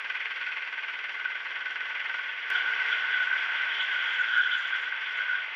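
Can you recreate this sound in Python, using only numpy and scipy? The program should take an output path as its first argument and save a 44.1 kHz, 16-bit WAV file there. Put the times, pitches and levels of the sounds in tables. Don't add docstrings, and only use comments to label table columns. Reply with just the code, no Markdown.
import sys
import numpy as np
from scipy import signal
from scipy.fft import rfft, irfft
from scipy.io import wavfile
from scipy.ndimage import uniform_filter1d, minimum_filter1d

SR = 44100
rng = np.random.default_rng(int(sys.argv[2]) if len(sys.argv) > 2 else 0)


def store_wav(level_fs):
    pcm = np.round(np.clip(np.atleast_2d(level_fs), -1, 1) * 32767)
    wavfile.write(sys.argv[1], SR, pcm.T.astype(np.int16))


def invert_db(level):
    return 10 ** (np.asarray(level, dtype=float) / 20)


N = 244755
TIME = np.arange(N) / SR
FILTER_HZ = np.linspace(1, SR / 2, 4097)
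CUT_S = 2.5025


# (frequency [Hz], width [Hz], level [dB])
RING_MODES = [(1453.4, 58.5, -4), (1503.4, 61, 1), (1564, 96.4, -5.5)]
# (frequency [Hz], width [Hz], level [dB])
SHELL_MODES = [(3016, 150, 0), (3345, 202, 0)]


def engine():
    turns = crank()
    exhaust_db, boom_db, ring_db, shell_db, hiss_db = levels()
    force = 1 + 0.15 * rng.standard_normal(200)
    crack = cracks(turns, force, lead=.13)

    exhaust = puffs(turns, force, share=0.92, lead=0.33, grain_db=1.7, flicker_db=0.86) + crack
    exhaust = causal_filter(exhaust, case_db(1308, 4090))
    boom = puffs(turns, force, share=0.85, lead=0.32, grain_db=2.2, flicker_db=0.23) + invert_db(7.0) * crack
    boom = causal_filter(boom, case_db(10, 1247))
    hiss = puffs(turns, force, share=0.21, lead=0.45, grain_db=3.9, flicker_db=1.3) + invert_db(6.0) * crack
    hiss = causal_filter(hiss, case_db(3777, 21000))

    ring = puffs(turns, force, share=0.66, lead=0.38, grain_db=2.0, flicker_db=0.79) + invert_db(5.5) * crack
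    ring = modes(ring, RING_MODES, wander_db=1.2)
    shell = puffs(turns, force, share=0.34, lead=0.09, grain_db=3.9, flicker_db=2.8) + invert_db(-3.0) * crack
    shell = modes(shell, SHELL_MODES)

    leaked = invert_db(exhaust_db + 0.4) * rms_one(exhaust) + invert_db(boom_db + 0.64) * rms_one(boom)
    leaked = leaked + invert_db(hiss_db + 3.0) * rms_one(hiss)
    shaken = invert_db(ring_db + 0.56) * ring + invert_db(shell_db - 3.5) * shell
    return leaked + shaken + tones(turns)


# (time [s], firing rate [firings per s])
SPEED = [
    (0, 19.21),
    (.7, 19.08),
    (1.25, 19.16),
    (2.5024, 21.96),
    (2.5025, 31.84),
    (2.9, 31.99),
    (3.95, 30.13),
    (4.1, 27.5),
    (4.75, 21.52),
    (5.55, 20.23),
]


def firing_rate():
    return in_time(SPEED)[0]


def crank():
    return -.07 + np.cumsum(firing_rate()) / SR


def steadiness():
    accel = np.clip(np.gradient(firing_rate()) * SR, -12, 3)
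    return 1.1 * uniform_filter1d(accel, size=8001)


# (time [s], throb depth [dB])
THROB = [(0, 7), (2.2, 6.5), (2.5, -0.5), (3.8, 2.5), (4.6, -0.5), (4.9, 3), (5.55, -2)]


def throb_db():
    return in_time(THROB)[0]


def puffs(turns, force, share, lead, grain_db, flicker_db):
    phase = (turns + lead) % 1
    firing = (turns + lead).astype(int)
    swell = np.sin(np.pi * np.sqrt(phase)) ** 2 - .5
    grains = invert_db(grain_db * np.minimum(rng.exponential(1, N), 5)) * rng.standard_normal(N)
    depth_db = share * throb_db() * force[firing]
    return rms_one(grains * invert_db(depth_db * swell + flicker_db * drift(13)))


def cracks(turns, force, lead):
    firing = np.floor(turns + lead)
    fired = np.diff(firing, prepend=0) > 0
    return fired * invert_db(2.94 * throb_db()) * np.abs(force[(turns + lead).astype(int)])


# (time [s], exhaust level [dB])
LOAD = [(0, -37), (1.1, -37.5), (1.7, -37), (2.1, -36), (2.35, -38), (2.502, -36.5), (2.503, -32),
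        (2.85, -32.5), (3.2, -33), (3.7, -33.5), (4.05, -32.5), (4.45, -37), (4.75, -34.5), (4.92, -36),
        (5.3, -35.5), (5.55, -37.5)]
# (time [s], length [s], ring swell [dB], shell swell [dB])
JOLTS = [(.1, 0.051, 4.5, -1), (.43, 0.084, 3.5, 2), (1.27, 0.21, 7.5, 1.5), (1.77, 0.092, -1, 2.5),
         (1.98, 0.053, 2, 0), (2.17, 0.1, 5, 2), (2.57, 0.063, 6, 7.5), (2.73, 0.047, 7, -1.5),
         (2.94, 0.086, 5, 8.5), (3.16, 0.18, 5, 4.5), (3.34, 0.062, 4.5, -0.5), (3.335, .02, 3, 4),
         (3.5, 0.21, 3.5, 3), (3.82, 0.042, 3, 2.5), (3.93, 0.048, 6.5, 4.5), (4.09, 0.027, 5.5, -3.5),
         (4.23, 0.083, 9, 2.5), (4.34, .08, 8, 3.5), (4.41, 0.14, 15.5, 8), (4.48, 0.093, 3.5, 1.5),
         (4.57, .15, 9, 7.5), (4.66, .1, 0.5, -0.5), (4.75, 0.1, 7, 3), (4.95, 0.18, 5, 1),
         (5.07, 0.055, 1, 4.5), (5.2, 0.054, 9.5, 5), (5.33, 0.12, 10, 0.5)]


def levels():
    exhaust_db, = in_time(LOAD)
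    extra_load = exhaust_db + 37
    boom_db = -49 + 1.16 * extra_load
    hiss_db = -60 + .9 * extra_load
    ring_db = -41.5 + 2.03 * extra_load
    shell_db = -49.5 + 1.63 * extra_load

    ring_jolt, shell_jolt = bumps(JOLTS)
    start, end, edge = 3.76, 4.8, 0.11
    rattle_db, after_db = 7, 2
    corner_db, = in_time([(start - edge, 0), (start, rattle_db), (end - edge, rattle_db), (end, after_db)])
    shaken_shell_db = shell_db + shell_jolt + corner_db
    return exhaust_db, boom_db, ring_db + ring_jolt, shaken_shell_db, hiss_db + .25 * shell_jolt


# (multiple of the firing rate, slow level [dB], fast level [dB])
ORDER_TONES = [(8, -91, -94), (9, -93, -95), (10, -95, -77), (11, -88, -74), (14, -95, -67), (15, -81, -90),
               (17, -95, -74), (18, -78, -85), (20, -86, -72), (21, -77, -75), (22, -78, -87),
               (23, -77, -72), (24, -79, -74), (25, -78, -77), (26, -78, -87), (28, -76, -64),
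               (29, -79, -70), (30, -95, -64), (32, -77, -74), (36, -78, -72)]


def tones(turns):
    fast = np.clip((np.gradient(turns) * SR - 23) / 6, 0, 1)
    starts = rng.random(len(ORDER_TONES))
    lines = np.zeros(N)
    for (order, slow_db, fast_db), start in zip(ORDER_TONES, starts):
        level_db = slow_db + fast * (fast_db - slow_db) + 1.5 * drift(2.7)
        lines += invert_db(level_db) * np.sin(2 * np.pi * (order * turns + start))
    return invert_db(steadiness() + 2.5 + 2.5 * fast) * lines


# (frequency [Hz], gain [dB])
CASE = [(25, -55.5), (50, -55), (140, -51), (320, -38.5), (420, -32.5), (800, -27), (1250, -17.5),
        (1750, -7.5), (2300, -10.5), (3300, -17.5), (3800, -32.5), (5200, -38.5), (7100, -53), (15000, -76)]
# (frequency [Hz], width [Hz], boost [dB])
CASE_MODES = [(440, 25, 3), (730, 32, 2.5), (911, 71, 6.5), (1118, 64, 5.5), (1730, 130, -3),
              (2075, 140, 5), (2520, 53, 2), (4724, 110, 6), (5640, 260, 7.5), (7060, 370, 1),
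              (9200, 460, 3), (10360, 820, 5.5)]


def case_db(low_hz, high_hz):
    case_hz, case_gain = np.transpose(CASE)
    gain_db = np.interp(np.log(FILTER_HZ), np.log(case_hz), case_gain)
    for centre_hz, width, boost_db in CASE_MODES:
        gain_db = gain_db + boost_db * np.exp(-.5 * ((FILTER_HZ - centre_hz) / (width / 2)) ** 2)
    low_edge = 1 + (low_hz / FILTER_HZ) ** 12
    high_edge = 1 + (FILTER_HZ / high_hz) ** 12
    return gain_db - 10 * np.log10(low_edge * high_edge)


# (frequency [Hz], width [Hz], level [dB])
BUZZ_MODES = [(2453, 200, 1), (4380, 260, -24.5)]
# (time [s], length [s], level [dB])
BUZZES = [
    (.15, 0.4, -47),
    (0.601, 0.56, -43.5),
]


def panel():
    swell, = bumps([(s, length, invert_db(level_db)) for s, length, level_db in BUZZES])
    shaking = puffs(crank(), np.ones(200), share=1.7, lead=.3, grain_db=2.8, flicker_db=1.0)
    return swell * modes(shaking, BUZZ_MODES)


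# (time [s], length [s], level [dB])
SCRUBS = [(2.94, 0.05, -81), (3.255, 0.058, -79), (3.823, 0.051, -69.5), (3.976, .14, -72),
          (4.17, 0.12, -67.5), (4.364, 0.083, -69), (4.532, 0.14, -68), (4.66, 0.13, -71),
          (4.789, 0.13, -72), (5.18, .06, -75.5)]


def tyres():
    rubber_modes = [(6170, 600, 1), (7150, 400, 1), (7600, 160, -2.5), (10400, 1000, -14.0)]   # Hz, Hz, dB
    scrub = modes(rng.standard_normal(N) * invert_db(5.3 * drift(30)), rubber_modes)
    patches, = bumps([(s, length, invert_db(level_db)) for s, length, level_db in SCRUBS])
    rolling = invert_db(-83.5) * (TIME > CUT_S) * (TIME < 3.6)
    return (patches + rolling) * scrub


# (time [s], peak level [dB])
TICKS = [(2.5671, -63), (2.6623, -69), (2.8918, -62), (2.9113, -65), (2.9442, -64), (3.1642, -67),
         (3.1946, -69), (3.4506, -70), (3.6795, -69), (4.3585, -65), (4.3814, -57), (4.3874, -58),
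         (4.3974, -57), (4.4014, -66), (4.4144, -67), (4.4204, -61), (4.4314, -69), (4.6833, -69),
         (4.8718, -72), (4.9187, -72), (5.0135, -71)]


def ticks():
    clicks = np.zeros(N)
    for s, peak_db in TICKS:
        clicks[round(s * SR)] = invert_db(peak_db + 3.5)
    fade = np.exp(-1 / (0.0011 * SR))
    burst = signal.lfilter([1], [1, -fade], clicks + 1e-18) * rng.choice([-1, 1], N)
    tilt_db = -13 * np.log2(np.maximum(FILTER_HZ / 9000, .3))
    edges_db = -10 * np.log10(1 + (FILTER_HZ / 11500) ** 9 + (250 / FILTER_HZ) ** 3)
    return causal_filter(burst, tilt_db + edges_db)


# (time [s], step level [dB])
SPLICES = [
    (0, -31),
    (CUT_S, -24),
]


def splices():
    out = np.zeros(N)
    for s, step_db in SPLICES:
        t = TIME - s
        out -= invert_db(step_db) * (t >= 0) * np.cos(2 * np.pi * 1500 * t) * np.exp(-np.maximum(t, 0) / .005)
    return out


def port(x):
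    centre_hz, width_hz, depth_db = 7930, 520, -19.5
    return causal_filter(x, depth_db * np.exp(-.5 * ((FILTER_HZ - centre_hz) / (width_hz / 2)) ** 2))


def limiter(x, top):
    gain = np.minimum(1, top / (np.abs(x) + 1e-9))
    return x * uniform_filter1d(minimum_filter1d(gain, size=161), size=161)


def modes(drive, table, wander_db=0):
    total = np.zeros(N)
    for k, (hz, width, level_db) in enumerate(table):
        ringing = resonate(resonate(drive, hz, 1.7 * width), hz, 1.7 * width)
        total += invert_db(level_db + wander_db * drift(3)) * (-1) ** k * ringing
    return rms_one(total)


def resonate(x, hz, width):
    r = np.exp(-np.pi * width / SR)
    feedback = [1, -2 * r * np.cos(2 * np.pi * hz / SR), r * r]
    return signal.lfilter(np.array([1, 0, -1]) * (1 - r * r) / 2, feedback, x)


def causal_filter(x, gain_db):
    cepstrum = irfft(gain_db * np.log(10) / 20)
    cepstrum[1:4096] *= 2
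    cepstrum[4097:] = 0
    response = irfft(np.exp(rfft(cepstrum)))[:4096]
    return signal.oaconvolve(x, response)[:N]


def bumps(rows):
    t = np.arange(0, N + 64, 64) / SR
    s, length, *strengths = np.transpose(rows)
    bell = np.exp(-4 * np.log(2) * ((t[:, None] - s) / length) ** 2)
    return [np.interp(TIME, t, bell @ strength) for strength in strengths]


def drift(rate):
    r = np.exp(-80 * np.pi * rate / SR)
    slow = signal.lfilter([1], [1, -2 * r, r * r], rng.standard_normal(N // 40 + 2002))[2000:]
    return np.interp(np.arange(N) / 40, np.arange(len(slow)), rms_one(slow))


def in_time(rows):
    s, *columns = np.transpose(rows)
    return [np.interp(TIME, s, column) for column in columns]


def rms_one(x):
    return x / np.sqrt(np.mean(x ** 2) + 1e-20)


def scene():
    heard = port(engine() + tyres() + ticks() + panel())
    return (limiter(heard, top=0.21) + splices())[None]


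def band_limit(x):
    return signal.sosfilt(signal.butter(12, 15750, fs=SR, output="sos"), x)


def record(dry):
    return band_limit(dry)


dry = scene()
out = record(dry)
store_wav(out)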